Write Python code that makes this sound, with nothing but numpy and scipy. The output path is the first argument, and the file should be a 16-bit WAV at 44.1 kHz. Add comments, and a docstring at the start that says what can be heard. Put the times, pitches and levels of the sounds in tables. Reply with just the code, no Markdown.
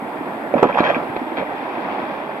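"""A riverbank of grass and bare rock, heard from close by on a small two-port microphone.
A plastic kayak slides down the grass, bangs and grinds over the rock and plunges into the river.
The hollow hull booms at each blow; then water slaps and gulps around it over the rush and churn
of the current. The microphone hisses faintly, ducks at the loud blows and overloads on the hardest."""
import sys
import numpy as np
from scipy import signal
from scipy.fft import rfft, irfft
from scipy.io import wavfile
from scipy.ndimage import uniform_filter1d

SR = 44100
rng = np.random.default_rng(int(sys.argv[2]) if len(sys.argv) > 2 else 0)


def log_audio(samples):
    """Write samples as a 16-bit WAV file to the path given in sys.argv[1]."""
    # one column per channel
    frames = np.atleast_2d(samples).T
    # limit to full scale, then quantise
    limited = np.clip(frames, -1, 1)
    pcm = np.round(limited * 32767).astype(np.int16)
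    wavfile.write(sys.argv[1], SR, pcm)


N = 105840
TIME, FREQ = np.arange(N) / SR, np.fft.rfftfreq(N, 1 / SR)

# Spectra of current, churn, grinding hull, grit, slaps and hiss: (frequency [Hz], relative level [dB])
RIVER_SPECTRUM = [(25, -39), (100, -16), (265, 3.5), (450, -1), (800, -1), (1020, -7.5), (1300, -9.5),
                  (1900, -7), (2500, -43.5), (3000, -30.5), (4700, -47), (6500, -60)]
CHURN_SPECTRUM = [(110, -30), (280, 3), (450, -5.5), (650, 4), (910, 5), (1300, -7), (1900, -7.5),
                  (2500, -10.5), (3500, -21.5), (4700, -30.5), (14000, -71.5)]
GRIND_SPECTRUM = [(60, -22), (150, -5), (320, -9.5), (480, 4.5), (680, -1), (1000, -0.5), (1350, -4.5),
                  (3000, -59)]
GRIT_SPECTRUM = [(600, -11), (1200, -17.5), (1600, 7.5), (1900, 6.5), (2150, -2), (2500, 3.5), (2900, -10),
                 (3300, -0.5), (4000, -19), (4900, -23), (14000, -70)]
SLAP_SPECTRUM = [(60, -18), (170, 1), (600, 5.5), (1000, -2.5), (1700, -7), (2400, -4), (2900, -23),
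                 (3350, -14), (7000, -60)]
HISS_SPECTRUM = [(6200, -11.5), (8200, -1.5)]
# Churning of the water: (time [s], level [dB])
CHURN_LEVEL = [(.75, -31.5), (.95, -25.5), (1.1, -30), (1.35, -30.5), (1.93, -25.5), (2.4, -31.5)]
# The hull dragging over the bank: (time [s], grinding level [dB], grit level [dB])
DRAG_LEVELS = [(0, -40.5, -61), (.325, -36, -48), (.53, -51, -64.5), (.583, -18, -31), (.615, -35, -36.5),
               (.635, -9, -24), (.668, -30, -35.5), (.695, -20.5, -30.5), (.73, -30.5, -36.5),
               (.79, -21.5, -24.5), (.824, -23, -32.5), (.838, -20, -26.5), (.9, -20.5, -21.5),
               (.932, -26, -45), (.958, -27.5, -30), (1.015, -28, -81), (1.07, -42, -46)]
# Modes of the hollow hull: (frequency [Hz], relative level [dB], time to fall 60 dB [s])
HULL_MODES = [(110, 14.5, 0.19), (322, 13, 0.074), (572, 13.5, 0.074), (1620, 16, 0.038), (1860, 19, .07),
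              (2390, 4, 0.051)]
# Soft thuds of the hull on turf and water: (time [s], peak force [dB], pitch [Hz])
SOFT_THUDS = [(0.021, -23.5, 228), (0.209, -21.5, 277), (1.095, -28.5, 137), (1.214, -19, 278),
              (1.266, -22.5, 300), (1.319, -25, 344), (1.423, -21, 547), (1.778, -21.5, 331),
              (1.848, -23, 230), (1.988, -23.5, 289)]
# Blows of the hull on rock: (time [s], peak force [dB], pitch [Hz], swell time [s])
ROCK_KNOCKS = [(0.5394, -4.5, 557, 0.0011), (.5435, -9.5, 663, 0.0013), (0.5531, -10, 251, 0.0029),
               (0.5654, -14, 605, 0.0019), (.593, -13.5, 553, 0.0015), (0.6265, -2, 388, 0.0021),
               (.629, -0.5, 803, 0.0015), (0.634, -1, 498, 0.0013), (.640, -6, 745, 0.001),
               (0.6521, -6.5, 278, 0.0017), (.689, -15, 958, .0026), (.7555, -11.5, 750, 0.0016),
               (0.7732, -5.5, 887, 0.001), (.788, -5, 1033, 0.00083), (0.8032, -6, 278, 0.0017),
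               (.805, -10, 640, 0.0015), (0.8337, -10.5, 910, 0.001), (.888, -14, 520, .0017),
               (.9015, -10, 657, 0.0031), (0.964, -15.5, 266, 0.0033)]
# Chips of stone snapping under the hull: (time [s], peak force [dB], pitch [Hz])
STONE_CHIPS = [(0.541, -24.5, 2310), (0.581, -23.5, 2460), (0.629, -23.5, 2870), (.727, -21, 2360),
               (.748, -22, 2580), (.796, -22, 2320), (.805, -26.5, 3990), (0.899, -16, 2500),
               (0.946, -15.5, 2400)]
# Water slapping the boat: (time [s], length [s], level [dB])
WATER_SLAPS = [(1.161, 0.015, -21), (1.366, 0.08, -22.5)]
# How sound from the bank and from the river reaches the two ports:
# (frequency [Hz], left phase lead [rad], left minus right [dB], likeness [0-1])
BANK_AT_MIC = [(140, .1, .5, 1), (320, -.7, -1, .97), (560, -.35, -8, .98), (1000, 0, -3, .95),
               (1500, -1.2, 5, .8), (2050, -4.2, 5, .88), (2450, -5.9, -1, .88), (3300, -8.6, 1, .8),
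               (5000, -12, -4, .5)]
RIVER_AT_MIC = [(120, .1, .5, 1), (270, -.45, 0, .98), (450, -.85, -5, .87), (650, -.1, -5, .95),
                (1000, .2, -3, .9), (1300, -.9, 2, .3), (1850, -3.5, 6, .75), (3000, -9.6, 0, .6),
                (4600, -18.4, -5, .3)]
# The microphone's own hiss: (time [s], level [dB])
MIC_HISS_LEVEL = [(.5, -55.5), (.78, -58.5), (1.1, -56), (1.8, -59)]


def amp(db):
    """Decibels to gain."""
    return 10 ** (np.asarray(db) / 20)


def unit(x):
    """Scales to rms 1."""
    return x / np.sqrt(np.mean(x ** 2) + 1e-20)


def by_hz(table, column=1):
    """One column of a table, read over log frequency."""
    rows = np.array(table)
    return np.interp(np.log(FREQ + 1), np.log(rows[:, 0] + 1), rows[:, column])


def by_time(table, column=1):
    """One column of a table, read over time; the end values hold."""
    rows = np.array(table)
    return np.interp(TIME, rows[:, 0], rows[:, column])


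def colour(x, spectrum):
    """Gives x a spectrum, at rms 1."""
    return unit(irfft(rfft(x) * amp(by_hz(spectrum)), N))


def lowpass(x, hz):
    """Rolls x off above hz."""
    return irfft(rfft(x) / (1 + (FREQ / hz) ** 4), N)


def wander(rate_hz):
    """Slow random drift of rms 1."""
    return unit(lowpass(rng.standard_normal(N), rate_hz))


def clicks(per_s, spread_db):
    """Two trains of random clicks of uneven size."""
    size = amp(spread_db * np.minimum(rng.exponential(1, (2, N)), 4))
    return unit(size * rng.choice([-1, 1], (2, N)) * (rng.random((2, N)) < per_s / SR))


def ports(pair, place, mono_below_hz=328):
    """Mixes two versions of a sound onto the microphone ports, which hear the bass alike."""
    first, second = rfft(pair)
    lead, balance = by_hz(place, column=1), amp(by_hz(place, column=2))
    likeness = 1 - (1 - by_hz(place, column=3)) / (1 + (mono_below_hz / (FREQ + 1)) ** 4)
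    left = first * balance * np.exp(1j * lead)
    right = likeness * first + np.sqrt(1 - likeness ** 2) * second
    return irfft(np.array([left, right]) * np.sqrt(2 / (1 + balance ** 2)), N)


def river(level_db=-31, surge_db=1.75):
    """The steady rush of the current, gently surging."""
    rush = colour(clicks(per_s=7600, spread_db=2.5), RIVER_SPECTRUM)
    return rush * amp(level_db + surge_db * wander(rate_hz=7.3))


def bubbles(per_size_per_s, spread_db, decay_cycles, glide):
    """Bubbles of many sizes, each a short ring that rises in pitch."""
    t, out = TIME[:SR // 12], np.zeros((2, N))
    for hz in np.geomspace(250, 5000, 28):
        age = t * hz / decay_cycles
        ring = np.exp(-age) * np.sin(2 * np.pi * hz * t * (1 + glide * age))
        draws = rng.random((600, 4))
        chance = 2 * per_size_per_s * N / SR / len(draws)  # each of the two sides has this rate
        side, when, strength, _ = draws[draws[:, -1] < chance].T
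        level_db = -spread_db * np.log(np.maximum(strength, .02))
        births = np.zeros((2, N))
        births[(side * 2).astype(int), (when * N).astype(int)] = amp(level_db)
        out += np.sqrt(hz) * unit(signal.oaconvolve(births, ring[None], axes=1)[:, :N])
    return unit(out)


def churn():
    """Spray and bubbles churn throughout, swelling twice around the boat."""
    spray = clicks(per_s=5000, spread_db=2.0)
    foam = amp(-4) * bubbles(per_size_per_s=120, spread_db=1.5, decay_cycles=6.5, glide=0.026)
    return colour(spray + foam, CHURN_SPECTRUM) * amp(by_time(CHURN_LEVEL))


def scrape():
    """The hull sticks and slips on the bank, crushing grit under it in quick surges."""
    grind = colour(clicks(per_s=1500, spread_db=2.5), GRIND_SPECTRUM)
    surges = amp(1.54 * wander(rate_hz=39))
    grit = colour(clicks(per_s=1800, spread_db=3.5) * surges, GRIT_SPECTRUM)
    return grind * amp(by_time(DRAG_LEVELS, column=1)) + grit * amp(by_time(DRAG_LEVELS, column=2))


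def hull(force, ring_db=-16.5, bank_db=-7, bank_t60_s=0.12, bank_delay_s=0.006, low_cut_hz=96):
    """The shell passes a force on and rings, the bank scatters the sound; little deep bass radiates."""
    t, ring = TIME[:SR // 3], 0
    for hz, db, t60 in HULL_MODES:
        unity_gain = 2 * np.log(1000) / (t60 * SR)  # at the resonance
        ring += unity_gain * amp(db - 60 * t / t60) * np.cos(2 * np.pi * hz * t)
    scatter = rng.standard_normal((2, len(t))) * amp(-60 * t / bank_t60_s) * (t > bank_delay_s)
    response = amp(ring_db) * ring + amp(bank_db) * scatter / np.linalg.norm(scatter[0])
    boom = force + signal.fftconvolve(force, response, axes=1)[:, :N]
    return signal.sosfilt(signal.butter(2, low_cut_hz, "highpass", fs=SR, output="sos"), boom)


def flex(start, db, hz, swell_s):
    """A flexing of the plastic that swells and dies within a few cycles."""
    age = np.clip(TIME - start, 0, 20 * swell_s)
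    return amp(db) * age / swell_s * np.exp(1 - age / swell_s) * np.sin(2 * np.pi * hz * age)


def blows():
    """Soft thuds on turf and water, hard knocks and snapping chips on rock."""
    thuds = sum(flex(*row, swell_s=0.0037) for row in SOFT_THUDS)
    knocks = sum(flex(*row) for row in ROCK_KNOCKS)
    chips = sum(flex(*row, swell_s=0.0009) for row in STONE_CHIPS)
    return thuds + knocks + chips


def slap(start, length, db, spray_fall_db_per_s=293):
    """Water slaps shut against the boat: the bright spray dies quickly, the hollow gulp lasts."""
    age = np.clip(TIME - start, 0, length)
    water = colour(clicks(per_s=3000, spread_db=2.0), SLAP_SPECTRUM)
    gulp = lowpass(water, hz=1790)
    spray = (water - gulp) * amp(spray_fall_db_per_s * (length / 2 - age))
    envelope = np.sqrt(abs(np.sin(np.pi * age / length)))
    return amp(db) * envelope * (gulp + spray)


def scene():
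    """At the microphone: the boat and its slaps from the bank, rush and churn from the river."""
    boat = hull(scrape() + blows())
    water = river() + churn()
    slaps = sum(slap(*row) for row in WATER_SLAPS)
    return ports(boat + slaps, BANK_AT_MIC) + ports(water, RIVER_AT_MIC)


def record(dry, threshold_db=-8.5, duck_slope=0.39, recover_db_per_s=44, cutoff_hz=14700):
    """The microphone hisses, ducks at loud blows, clips at full scale and loses the top treble."""
    hiss_db = by_time(MIC_HISS_LEVEL) + np.array([[-2.25], [2.25]])  # louder on the right
    hiss = colour(rng.standard_normal((2, N)), HISS_SPECTRUM) * amp(hiss_db)
    power = uniform_filter1d((dry ** 2).mean(0), size=400, origin=199)  # over the last 9 ms
    power_db = 10 * np.log10(abs(power) + 1e-12)
    fall_db = TIME * recover_db_per_s
    held_db = np.maximum.accumulate(power_db + fall_db) - fall_db  # jumps to a peak, then sinks steadily
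    over_db = np.maximum(held_db - threshold_db, 0)
    ducked = (dry + hiss) * amp(-duck_slope * uniform_filter1d(over_db, size=200))
    band_limit = signal.firwin(511, cutoff_hz, window=("kaiser", 9), fs=SR)
    return signal.oaconvolve(np.clip(ducked, -1, 1), band_limit[None], "same")


dry = scene()
out = record(dry)
log_audio(out)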